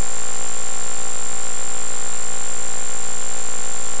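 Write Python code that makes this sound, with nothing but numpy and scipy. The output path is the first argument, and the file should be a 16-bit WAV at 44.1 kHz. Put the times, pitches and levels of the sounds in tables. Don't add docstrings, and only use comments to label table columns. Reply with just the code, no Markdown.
import sys
import numpy as np
from scipy import signal
from scipy.fft import rfft, irfft
from scipy.io import wavfile

SR = 44100
rng = np.random.default_rng(int(sys.argv[2]) if len(sys.argv) > 2 else 0)


def unload_wav(signal):
    wavfile.write(
        sys.argv[1],
        SR,
        np.round(np.clip(np.atleast_2d(signal).T, -1, 1) * 32767).astype(np.int16),
    )


N = 176400

CYCLE_HZ, FIRST_ON_S, ON_S = 57.555, .0155, .0109


def switching_buzz(cycle, since_on):
    # ms after switch-on, spike height, nominal spike width in ms, relative recoil height.
    edges = [(0, -.046, .075, .029), (10.92, .092, .058, -.028), (14.04, -.102, .08, .057)]
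    jitter_ms, scatter_db = .013, 1
    recoil_ms, recoil_db = .44, -1.5
    ticks = np.zeros(N)
    for at_ms, spike, width_ms, recoil in edges:
        late, spike_draw, recoil_draw = rng.standard_normal((cycle[-1] + 1, 3))[cycle].T
        ms = since_on * 1000 - at_ms + jitter_ms * late
        pulse = np.exp(-.5 * (ms / (.94 * width_ms)) ** 2)
        ticks += spike * from_db(scatter_db * spike_draw) * pulse
        age = np.maximum(ms, 0) / recoil_ms
        swing_back = (age * np.exp(1 - age)) ** 2.9
        ticks += recoil * from_db(recoil_db + scatter_db * recoil_draw) * swing_back
    return ticks * (-1) ** cycle


def whine(cycle, since_on):
    whine_hz, converter_hz = 7320, 16000
    whine_db, image_db = -25.5, (-24.5, -49, -48.5)
    start_turns = .38 * (cycle % 2) + .027 * rng.standard_normal(cycle[-1] + 1)[cycle]
    phase = 2 * np.pi * (whine_hz * since_on + start_turns)
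    clock = 2 * np.pi * converter_hz * np.arange(N) / SR
    images = sum(from_db(db) * np.sin(clock - k * phase) for k, db in enumerate(image_db, 1))
    return np.sqrt(2) * (from_db(whine_db) * np.sin(phase) + images)


def load_bursts(cycle, since_on):
    # frequency in Hz, hiss density in dB per Hz ahead of the converter.
    burst_hiss = [(30, -88), (500, -80), (2000, -79), (5000, -80), (8000, -78.5)]
    ramp_s = .0001
    load_on = np.clip(np.minimum(since_on, ON_S - since_on) / ramp_s + .5, 0, 1)
    return load_on * (whine(cycle, since_on) + shaped_noise(burst_hiss))


def mains_hum():
    orders = (1, 5, 9, 13, 15, 21, 25)
    levels_db = [-58, -59.5, -51.5, -57, -60, -57.5, -71.5]
    mains_hz = 60
    t = np.arange(N) / SR
    return np.sqrt(2) * sum(from_db(db) * np.sin(2 * np.pi * (k * mains_hz * t + rng.random()))
                            for k, db in zip(orders, levels_db))


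def amplifier_hiss():
    # frequency in Hz, density in dB per Hz ahead of the converter.
    noise_floor = [(30, -76), (120, -80), (300, -76.5), (550, -76), (1000, -77.5), (2000, -80.5),
                   (4000, -80.5), (8000, -82)]
    return shaped_noise(noise_floor)


def load_cycles(lead_s):
    t = np.arange(N) / SR - FIRST_ON_S + 2 / CYCLE_HZ
    cycle = np.floor((t + lead_s) * CYCLE_HZ).astype(int)
    return cycle, t - cycle / CYCLE_HZ


def shaped_noise(spectrum):
    hz, db = np.transpose(spectrum)
    density_db = np.interp(np.log(np.fft.rfftfreq(N, 1 / SR) + 1), np.log(hz), db)
    return irfft(rfft(rng.standard_normal(N)) * from_db(density_db), N) * np.sqrt(SR / 2)


def from_db(db):
    return 10 ** (np.asarray(db) / 20)


def scene():
    cycle, since_on = load_cycles(lead_s=.0006)
    bursts = load_bursts(cycle, since_on)
    return (switching_buzz(cycle, since_on) + bursts + mains_hum() + amplifier_hiss())[None]


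def record(dry):
    rolloff_hz, cutoff_hz, dc_offset = 8040, 9975, -.311
    smooth = signal.sosfiltfilt(signal.butter(6, rolloff_hz, fs=SR, output="sos"), dry)
    return signal.sosfilt(signal.butter(12, cutoff_hz, fs=SR, output="sos"), smooth) + dc_offset


dry = scene()
out = record(dry)
unload_wav(out)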